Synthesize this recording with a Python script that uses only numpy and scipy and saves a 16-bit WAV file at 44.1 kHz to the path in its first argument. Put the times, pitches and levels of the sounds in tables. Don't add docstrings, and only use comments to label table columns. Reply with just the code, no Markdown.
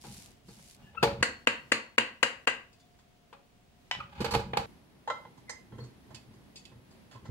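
import sys
import numpy as np
from scipy import signal
from scipy.fft import rfft, irfft, next_fast_len
from scipy.io import wavfile
from scipy.ndimage import uniform_filter1d

SR = 44100
rng = np.random.default_rng(int(sys.argv[2]) if len(sys.argv) > 2 else 0)


def dump(signal):
    limited = np.clip(np.atleast_2d(signal).T, -1, 1)
    pcm = np.round(limited * 32767).astype(np.int16)
    wavfile.write(sys.argv[1], SR, pcm)


N = 321930
TIME = np.arange(N) / SR
LENGTH = 2 ** 15
LEAD = 96
NEAR_TIME = np.arange(LENGTH) / SR
NEAR_HZ = np.arange(LENGTH // 2 + 1) * SR / LENGTH
SPLICE_S = 4.659


def undb(db):
    return 10 ** (np.asarray(db) / 20)


def level(x, db):
    return x * undb(db) / np.sqrt(np.mean(x ** 2))


def along(table, hz):
    f, value = np.transpose(table)
    return np.interp(np.log(hz + 1), np.log(f), value)


def diffuse(size, alike):
    hz = np.arange(size // 2 + 1) * SR / size
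    likeness = np.clip(along(alike, hz), 0, 1)
    mid, side = rfft(rng.standard_normal((2, size)))
    common, apart = np.sqrt(1 + likeness) * mid, np.sqrt(1 - likeness) * side
    return np.array([common + apart, common - apart]), hz


# f/Hz, likeness 0-1
STEADY_LIKENESS = [(60, 0.9), (300, 0.4), (700, 0.3), (1400, 0)]


def noise(spectrum):
    z, hz = diffuse(next_fast_len(N), STEADY_LIKENESS)
    return level(irfft(z * undb(along(spectrum, hz)))[:, :N], 0)


def grainy(spread_db, rate):
    hold = int(SR / rate)
    steps = undb(spread_db * rng.exponential(size=N // hold + 1))
    return level(uniform_filter1d(np.repeat(steps, hold), hold)[:N], 0)


def response(modes, hz, lo, hi, dense_db):
    z = np.exp(-2j * np.pi * hz / SR)
    fade_in = np.clip(3 * np.log2((hz + 1) / lo) + .5, 0, 1)
    fade_out = np.clip(3 * np.log2(hi / (hz + 1)) + .5, 0, 1)
    outline = along([m[:2] for m in modes], hz)
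    out = fade_in * fade_out * undb(outline + dense_db) * np.ones((2, 1))
    draws = rng.standard_normal((len(modes), 4))
    for k, ((f, db, t60), (detune, loudness, *sides)) in enumerate(zip(modes, draws)):
        if lo <= f < hi:
            decay = np.log(1000) / (max(t60, .005) * SR)
            pole = np.exp(2j * np.pi * f * (1 + 0.0034 * detune) / SR - decay)
            ring = pole.imag * z / (1 - 2 * pole.real * z + abs(pole) ** 2 * z * z)
            apart = min(f / 1500, 1) * np.array([sides]).T
            out = out + (-1) ** k * undb(db + 1.2 * loudness + 2.9 * apart) * ring
    return out


# f/Hz, likeness 0-1
NEAR_LIKENESS = [(60, 0.96), (250, 0.95), (500, 0.98), (1200, 0)]
# f/Hz, t60/s
ROOM_FADE = [(100, .55), (300, 0.36), (1000, 0.37), (3000, .33), (7000, 0.28), (13000, 0.2)]
ROOM_DB, ROOM_ONSET_S = -5.5, 0.0015


def room():
    z, hz = diffuse(LENGTH, NEAR_LIKENESS)
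    tail = 0
    for centre in 60 * 2. ** np.arange(9):
        band = np.clip(1 - abs(np.log2((hz + 1) / centre)), 0, 1)
        t60 = max(along(ROOM_FADE, centre), .05)
        tail = tail + irfft(z * band) * undb(-60 * NEAR_TIME / t60) / np.sqrt(t60)
    tail = tail * (1 - np.exp(-(NEAR_TIME / ROOM_ONSET_S) ** 2))
    return rfft(tail / np.sqrt(np.sum(tail ** 2) / 2))


LAG_S = .0001


def add(out, s, spectrum, pan_db):
    late = np.exp(-2j * np.pi * NEAR_HZ * LAG_S * np.array([[0], [1]]))
    pan = undb(np.minimum(NEAR_HZ / 700, 1) * np.array([[pan_db], [-pan_db]]) / 2)
    direct = spectrum * late * pan
    echo = undb(ROOM_DB) * spectrum * room() * np.sqrt(pan)
    half = LENGTH // 2
    sound = np.roll(irfft(direct + echo), LEAD, axis=1)[:, :half]
    sound = sound * signal.windows.tukey(half, 4 * LEAD / LENGTH)
    i = int(s * SR) - LEAD
    out[:, i:i + half] += sound[:, :N - i]


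REBOUND_SHARES = (.05, .11, .2, .36)
WANDER_S = .0009


def chatter(length_s, first):
    chance = rng.uniform(size=len(REBOUND_SHARES) + 2)
    gaps = [share * length_s * (.7 + .6 * c) for share, c in zip(REBOUND_SHARES, chance)]
    gaps.append(WANDER_S * chance[-2:, None])
    contacts = [first] * len(REBOUND_SHARES) + [-first]
    out = 1
    for gap_s, g in zip(gaps, contacts):
        z = np.exp(-2j * np.pi * NEAR_HZ * np.round(gap_s * SR + 1) / SR)
        out = out * (z - g) / (1 - g * z)
    return out


def blows(events, touch, modes, dense_db, low_hz=400, high_hz=4000, favour_octaves=0.23):
    out = np.zeros((2, N))
    first, favour_db, tilt_db = touch
    for s, mid_db, low_db, high_db, pan_db, spot_hz, chatter_s in events:
        push = chatter(max(chatter_s, .001), np.clip(first, .2, .9))
        distance = np.log2((NEAR_HZ + 1) / spot_hz) / favour_octaves
        tilt = tilt_db * np.log2(np.clip(NEAR_HZ, low_hz, high_hz) / low_hz)
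        spot = undb(favour_db * np.exp(-distance ** 2) + tilt)
        bands = ((low_db, low_hz / 4, low_hz), (mid_db, low_hz, high_hz), (high_db, high_hz, SR))
        sound = 0
        for db, lo, hi in bands:
            part = push * spot * response(modes, NEAR_HZ, lo, hi, dense_db)
            peak = abs(irfft(part)).max(1).mean()
            sound = sound + part * undb(db) / peak
        add(out, s, sound, pan_db)
    return out


# f/Hz, relative level/dB per Hz
FULL_PAN_AIR = [(12, -32), (20, 2), (70, -9), (132, -6), (288, -10), (313, -19), (360, -12.5), (531, -19.5),
                (701, -15.5), (828, -22.5), (900, -21), (1330, -24.5), (2890, -25), (13300, -39),
                (15300, -40.5)]
# f/Hz, relative level/dB per Hz
EMPTY_PAN_AIR = [(12, -39), (20, -14), (53, -2.5), (97, -4.5), (224, -1), (502, -12.5), (644, -13.5),
                 (828, -14.5), (1400, -21), (2010, -20), (2190, -21.5), (4380, -26), (7640, -34),
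                 (11300, -30.5), (15300, -44)]
# f/Hz, width/Hz, level/dB
HUM_BANDS = [(62, 5, -75.5), (713, 15, -75), ]
# f/Hz, width/Hz, level/dB
WHINE_BAND = [(15640, 40, -89)]


def air(spectrum, db, lines):
    out = level(noise(spectrum), db) * grainy(1.3, 9)
    for hz, width, line_db in lines:
        near, far = width, 3 * width
        band = [(hz - far, -90), (hz - near, 0), (hz + near, 0), (hz + far, -90)]
        out = out + undb(line_db) * noise(band)
    return out


# f/Hz, level/dB, t60/s
TRIVET_MODES = [(4360, 0, .27), (4395, -5, .2)]
# t/s, level/dB
TRIVET_RINGS = [(1.227, -33.5), (1.473, -46), (1.72, -38), (1.982, -45), (5.80, -55)]


def trivet():
    out = np.zeros((2, N))
    starts = rng.uniform(0, 2 * np.pi, (len(TRIVET_RINGS), 2))
    for (s, db), phases in zip(TRIVET_RINGS, starts):
        ring = 0
        for (hz, mode_db, t60), phase in zip(TRIVET_MODES, phases):
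            fade = undb(mode_db - 60 * NEAR_TIME / t60)
            ring = ring + fade * np.sin(2 * np.pi * hz * NEAR_TIME + phase)
        ring = ring * (1 - np.exp(-NEAR_TIME / 0.001))
        add(out, s, undb(db) * rfft(np.array([ring, ring])), pan_db=2.0)
    return out


# f/Hz, relative level/dB, t60/s
FULL_PAN_MODES = [(74, -5, 0.13), (121.6, -4, 0.15), (215.4, -3, 0.06), (455, 3.5, 0.15), (560, -7.5, 0.36),
                  (805.3, 1, 0.1), (992, -0.5, 0.052), (1147, -3, 0.039), (1686, -5.5, 0.05),
                  (2070, -9.5, 0.087), (2559, -4, 0.046), (2940, -7, 0.09), (3760, -10.5, 0.029),
                  (4340, -12, 0.046), (5060, -21.5, 0.046), (6600, -27, 0.047), (7100, -25, 0.047),
                  (9700, -33, 0.033), (13300, -34.5, .03), (15100, -51, .02)]
# f/Hz, relative level/dB, t60/s
EMPTY_PAN_MODES = [(123.5, 5.5, 0.22), (214, -3, 0.18), (394, 1.5, 0.025), (471, 0.5, 0.07),
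                   (640, 1.5, 0.022), (800, 0, 0.06), (1070, 4.5, 0.042), (1330, -4, 0.15),
                   (1825, -4, 0.036), (1950, -4.5, 0.078), (2068, -9, 0.31), (2670, -16, 0.033),
                   (3232, -10, 0.17), (3920, -12, 0.13), (4550, -16, 0.067), (5000, -18, 0.2),
                   (5750, -20.5, 0.14), (6300, -15, 0.11), (7440, -18.5, .12), (8500, -25, 0.13),
                   (10800, -39, 0.044), (15500, -45, .02)]
# t/s, hold/s, rumble level/dB, rasp level/dB, t60/s of the fade
PAN_SHOVES = [(0.069, .01, -48, -53.5, 0.46), (0.499, .003, -46, -79, 0.1), (0.536, 0.12, -60.5, -70, 0.22),
              (0.803, 0.3, -61.5, -62.5, .3), (1.05, .003, -41, -39, 0.24), (1.064, 0.14, -43, -57.5, 0.64),
              (3.973, .03, -49, -51.5, .8), (4.155, 0.028, -68, -50.5, .3),
              (4.196, 0.011, -39.5, -43, 0.57), (4.256, 0.034, -43, -35.5, 0.2),
              (4.357, .004, -29, -51, 0.15), (4.412, 0.2, -42, -67, 0.33),
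              (5.727, 0.035, -49.5, -54.5, 0.27), (5.815, .01, -46.5, -55, 0.35),
              (6.128, .02, -46.5, -59, 0.1), (6.294, 0.028, -52, -69.5, 0.52),
              (6.767, 0.013, -54, -78.5, 0.29), (7.158, 0.016, -53, -53, 0.15), (7.23, .02, -49, -68, .3),
              (7.279, .03, -43.5, -57, .3)]
SHOVE_RISE_DB_S = 452


def dragging(start_s, end_s, modes, dense_db):
    shoves = [shove for shove in PAN_SHOVES if start_s < shove[0] < end_s]
    shapes = []
    for s, hold_s, _, _, t60 in shoves:
        rise = SHOVE_RISE_DB_S * np.minimum(TIME - s, 0)
        fade = 60 * np.maximum(TIME - s - hold_s, 0) / t60
        shapes.append(undb(rise - fade))
    rumble, rasp = (2, 60, 400, -6, 3), (3, 520, SR, 2, 5)
    out = 0
    for column, lo, hi, crowd_db, grain_db in (rumble, rasp):
        z, hz = diffuse(next_fast_len(N), NEAR_LIKENESS)
        shaken = irfft(z * response(modes, hz, lo, hi, dense_db + crowd_db))[:, :N]
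        gain = undb(np.transpose(shoves)[column]) @ np.array(shapes)
        out = out + level(shaken, 0) * grainy(grain_db, 120) * uniform_filter1d(gain, size=221)
    return out


# f/Hz, relative level/dB per Hz
RICE_COLOUR = [(590, -36), (1000, -12), (1220, -20), (1610, -10.5), (2650, -6), (3270, -6), (4840, -3),
               (10900, -6.5), (16000, -23)]
# t/s, length/s, level/dB, swell/dB per s, release/s
RICE_STROKES = [(0.031, 0.14, -54, 18, 0.11), (0.482, 0.24, -60, 12, 0.035)]
STROKE_ATTACK_S = 0.016


def rice():
    gain = 0
    for s, length_s, db, swell_db, release_s in RICE_STROKES:
        t = TIME - s
        attack = np.minimum(t, 0) / STROKE_ATTACK_S
        release = (np.maximum(t - length_s, 0) / release_s) ** 2
        gain = gain + np.exp(attack - release) * undb(db + swell_db * np.clip(t, 0, length_s))
    return noise(RICE_COLOUR) * grainy(2.9, 700) * gain


# t/s, f/Hz, level/dB, second partial level/dB, rise/s, fall/s,
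# left minus right level/dB, glide/share per s, roughness 0-1
WOOD_SQUEAKS = [(.983, 1340, -32, -5.5, 0.0088, 0.004, 9.5, 0.61, 0.02),
                (4.008, 1240, -33, -9, 0.0061, 0.0075, -3, -0.66, 0.05),
                (0.892, 1740, -60, -30, 0.04, 0.02, 1, -.1, 0.04),
                (0.87, 2850, -64, -30, 0.044, 0.05, 1, -0.24, .04),
                (5.50, 2020, -42, -29, 0.014, 0.022, 3, -1.2, 0.05)]


def squeaks():
    out = np.zeros((2, N))
    t = NEAR_TIME - .1
    for s, hz, db, second_db, rise_s, fall_s, pan_db, glide, rough in WOOD_SQUEAKS:
        waver = level(uniform_filter1d(rng.standard_normal(LENGTH), 90), 0)
        pitch = hz * (1 + glide * np.clip(t, -.08, .08) + rough * waver)
        phase = 2 * np.pi * np.cumsum(pitch) / SR
        swell = np.where(t < 0, np.exp(-(t / rise_s) ** 2), np.exp(-abs(t) / fall_s))
        tone = swell * (np.sin(phase) + undb(second_db) * np.sin(2 * phase))
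        add(out, s - .1, undb(db) * rfft(np.array([tone, tone])), pan_db)
    return out


# t/s, middle level/dB, bass level/dB, treble level/dB, left minus right level/dB,
# favoured f/Hz, chatter/s
RIM_TICKS = [(2.7294, -62, -71.5, -56, 4, 2700, 0.0096), (2.799, -61, -73, -57, 0.5, 3740, 0.0086),
             (2.9896, -61.5, -58.5, -59.5, 2, 2192, 0.0067), (6.146, -45, -52, -41, -8, 2737, 0.0092),
             (6.3378, -70.5, -64, -56.5, -3, 4670, .009), (6.558, -44.5, -75, -40.5, 1.5, 4820, 0.011),
             (6.653, -44.5, -73, -45.5, -8.5, 3450, 0.0054),
             (6.9102, -67.5, -65.5, -57, -1.5, 2320, 0.0097), (7.1132, -52, -50, -50, -5, 2150, 0.028)]
# first contact 0-1, favour level/dB, tilt/dB per octave
TICK_LANDING = (0.743, 1.9, -1.61)
# f/Hz, relative level/dB, t60/s
RIM_MODES = [(1060, -5, 0.041), (2560, -2, 0.12), (3520, 0, 0.081), (4570, 3, 0.067), (5900, -7, 0.029),
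             (6700, -2.5, 0.05), (8600, -9, .03), (10900, -17, 0.049), (12900, -28, 0.022),
             (15500, -33, 0.019)]


def ticks():
    return blows(RIM_TICKS, TICK_LANDING, RIM_MODES, dense_db=38.5, low_hz=1910)


# t/s, middle level/dB, bass level/dB, treble level/dB,
# left minus right level/dB, favoured f/Hz, chatter/s
PAN_TAPS = [(5.076, -24, -58, -46, 0, 893, 0.006), (5.1, -20, -67, -41.5, -5, 1300, 0.0062),
            (5.252, -40, -55, -69.5, -4.5, 845, 0.0048), (5.376, -49.5, -50.5, -59.5, -7, 905, 0.01),
            (5.495, -32.5, -64, -33.5, -8.5, 1880, 0.0075), (5.722, -46, -40.5, -74, -6, 462, 0.0087),
            (5.784, -38, -37.5, -56, -5, 486, 0.011), (5.84, -50.5, -44, -55, -10, 474, 0.0092),
            (6.106, -46, -47.5, -62.5, -7, 664, 0.0069), (6.716, -51, -50, -75, -6, 477, 0.0094),
            (7.15, -45, -47.5, -71.5, -6, 1050, 0.014), (7.255, -40.5, -59, -54, -1, 403, 0.0089)]
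# first contact 0-1, favour level/dB, tilt/dB per octave
TAP_LANDING = (0.764, 10.2, -0.4)


def taps():
    return blows(PAN_TAPS, TAP_LANDING, EMPTY_PAN_MODES, dense_db=41)


# t/s, middle level/dB, bass level/dB, treble level/dB,
# left minus right level/dB, favoured f/Hz, chatter/s
PAN_CLANKS = [(0.04, -42, -46.5, -50, 3, 820, 0.014), (0.485, -48.5, -44.5, -50, 0, 475, 0.0089),
              (0.948, -44, -64, -86, 1, 980, 0.0087), (1.028, -10.5, -18, -19, 1.5, 658, 0.0096),
              (3.328, -40, -58, -56.5, 3.5, 1070, 0.0086), (4.205, -27, -26, -36, -7, 475, 0.013),
              (4.245, -22.5, -40, -30, -7, 510, 0.0087), (4.309, -28.5, -48, -31, -5, 845, 0.018),
              (4.337, -20, -30.5, -28, -4, 800, 0.012), (4.396, -31.5, -40, -43.5, -5, 900, .008),
              (4.349, -16.5, -23.5, -27.5, -8, 463, 0.0044), (4.534, -22, -34.5, -46.5, -0.5, 810, .004),
              (4.571, -14.5, -33.5, -24.5, -4, 767, 0.0035)]
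# first contact 0-1, favour level/dB, tilt/dB per octave
CLANK_LANDING = (0.698, 5.3, -1.5)


def clanks():
    return blows(PAN_CLANKS, CLANK_LANDING, FULL_PAN_MODES, dense_db=49.0)


# t/s, middle level/dB, bass level/dB, treble level/dB,
# left minus right level/dB, favoured f/Hz, chatter/s
HANDLE_BLOWS = [(3.9125, -14.5, -67, -26, 2.2, 2830, .002), (3.951, -29, -64, -50, 8, 1020, 0.002)]
# first contact 0-1, favour level/dB, tilt/dB per octave
HANDLE_LANDING = (0.86, 2, 0.1)
# f/Hz, relative level/dB, t60/s
HANDLE_MODES = [(200, -23, .03), (720, -3, 0.034), (1020, 1, 0.052), (1460, -5, .03), (2000, 2, .07),
                (2958, -0.5, .11), (3950, -6, .06), (4900, -9, 0.046), (5550, -10, .07), (7300, -18.5, .04),
                (9500, -28, .04), (12000, -36, .02), (15500, -52, .02)]


def laying_down():
    return blows(HANDLE_BLOWS, HANDLE_LANDING, HANDLE_MODES, dense_db=41)


# t/s, middle level/dB, bass level/dB, treble level/dB,
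# left minus right level/dB, favoured f/Hz, chatter/s
SPATULA_RAPS = [(1.227, -8, -27, -19, 1.5, 1700, 0.004), (1.472, -5.5, -27, -22.5, 1.5, 2770, 0.0027),
                (1.719, -8, -25.5, -19, 3.5, 2400, 0.0045), (1.981, -5.5, -26.5, -21.5, 3, 2810, 0.0032),
                (2.229, -8, -31.5, -20, 6.5, 2880, 0.0042), (2.473, -9.5, -32.5, -26.5, 4, 2720, 0.0053)]
# first contact 0-1, favour level/dB, tilt/dB per octave
RAP_LANDING = (.72, 3.9, 1.5)
# f/Hz, relative level/dB, t60/s
SPATULA_MODES = [(122, -11.5, 0.17), (224, -1.5, 0.13), (350, -3, .05), (463, 1, 0.04), (558, -4, 0.082),
                 (917, -5, 0.08), (1150, -1.5, 0.022), (1410, -3, 0.014), (1640, 0.5, 0.045),
                 (1908, 2, 0.04), (2090, -2, 0.022), (2490, -4.5, 0.015), (2820, -1, 0.006),
                 (3024, -6, 0.013), (3244, -15, .02), (3840, -14.5, .05), (4850, -15, .06),
                 (5650, -26.5, 0.013), (6470, -18.5, .08), (7000, -16.5, 0.06), (7630, -18.5, 0.065),
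                 (8560, -24, .12), (9130, -25, 0.029), (11300, -34.5, .02), (13300, -45, 0.018),
                 (15500, -56.5, .02)]


def raps():
    return blows(SPATULA_RAPS, RAP_LANDING, SPATULA_MODES, dense_db=46)


def scene():
    after = np.clip((TIME - SPLICE_S) / 0.0021, 0, 1)
    full = air(FULL_PAN_AIR, -61, HUM_BANDS + WHINE_BAND)
    full = full + dragging(0, SPLICE_S, FULL_PAN_MODES, dense_db=38.5)
    full = full + rice() + clanks() + laying_down() + raps()
    empty = air(EMPTY_PAN_AIR, -58, WHINE_BAND)
    empty = empty + dragging(SPLICE_S, N / SR, EMPTY_PAN_MODES, dense_db=40.5) + taps()
    return full * (1 - after) + empty * after + trivet() + squeaks() + ticks()


# t/s, length/s
LEVEL_DIPS = [(1.455, 0.0083), (1.709, 0.0035), (1.965, 0.0089), (2.22, 0.0031), (2.457, 0.012)]
BASS_CUT_HZ, TOP_HZ = 44, 15850


def record(dry):
    thin = signal.lfilter(*signal.butter(2, BASS_CUT_HZ, "high", fs=SR), dry)
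    gain = np.ones(N)
    for s, length_s in LEVEL_DIPS:
        inside = np.minimum(TIME - s, s + length_s - TIME)
        gain = gain * (1 - .95 * np.clip(inside / .001, 0, 1))
    top_cut = signal.ellip(10, .2, 80, TOP_HZ, fs=SR, output="sos")
    return signal.sosfilt(top_cut, thin * gain)


dry = scene()
out = record(dry)
dump(out)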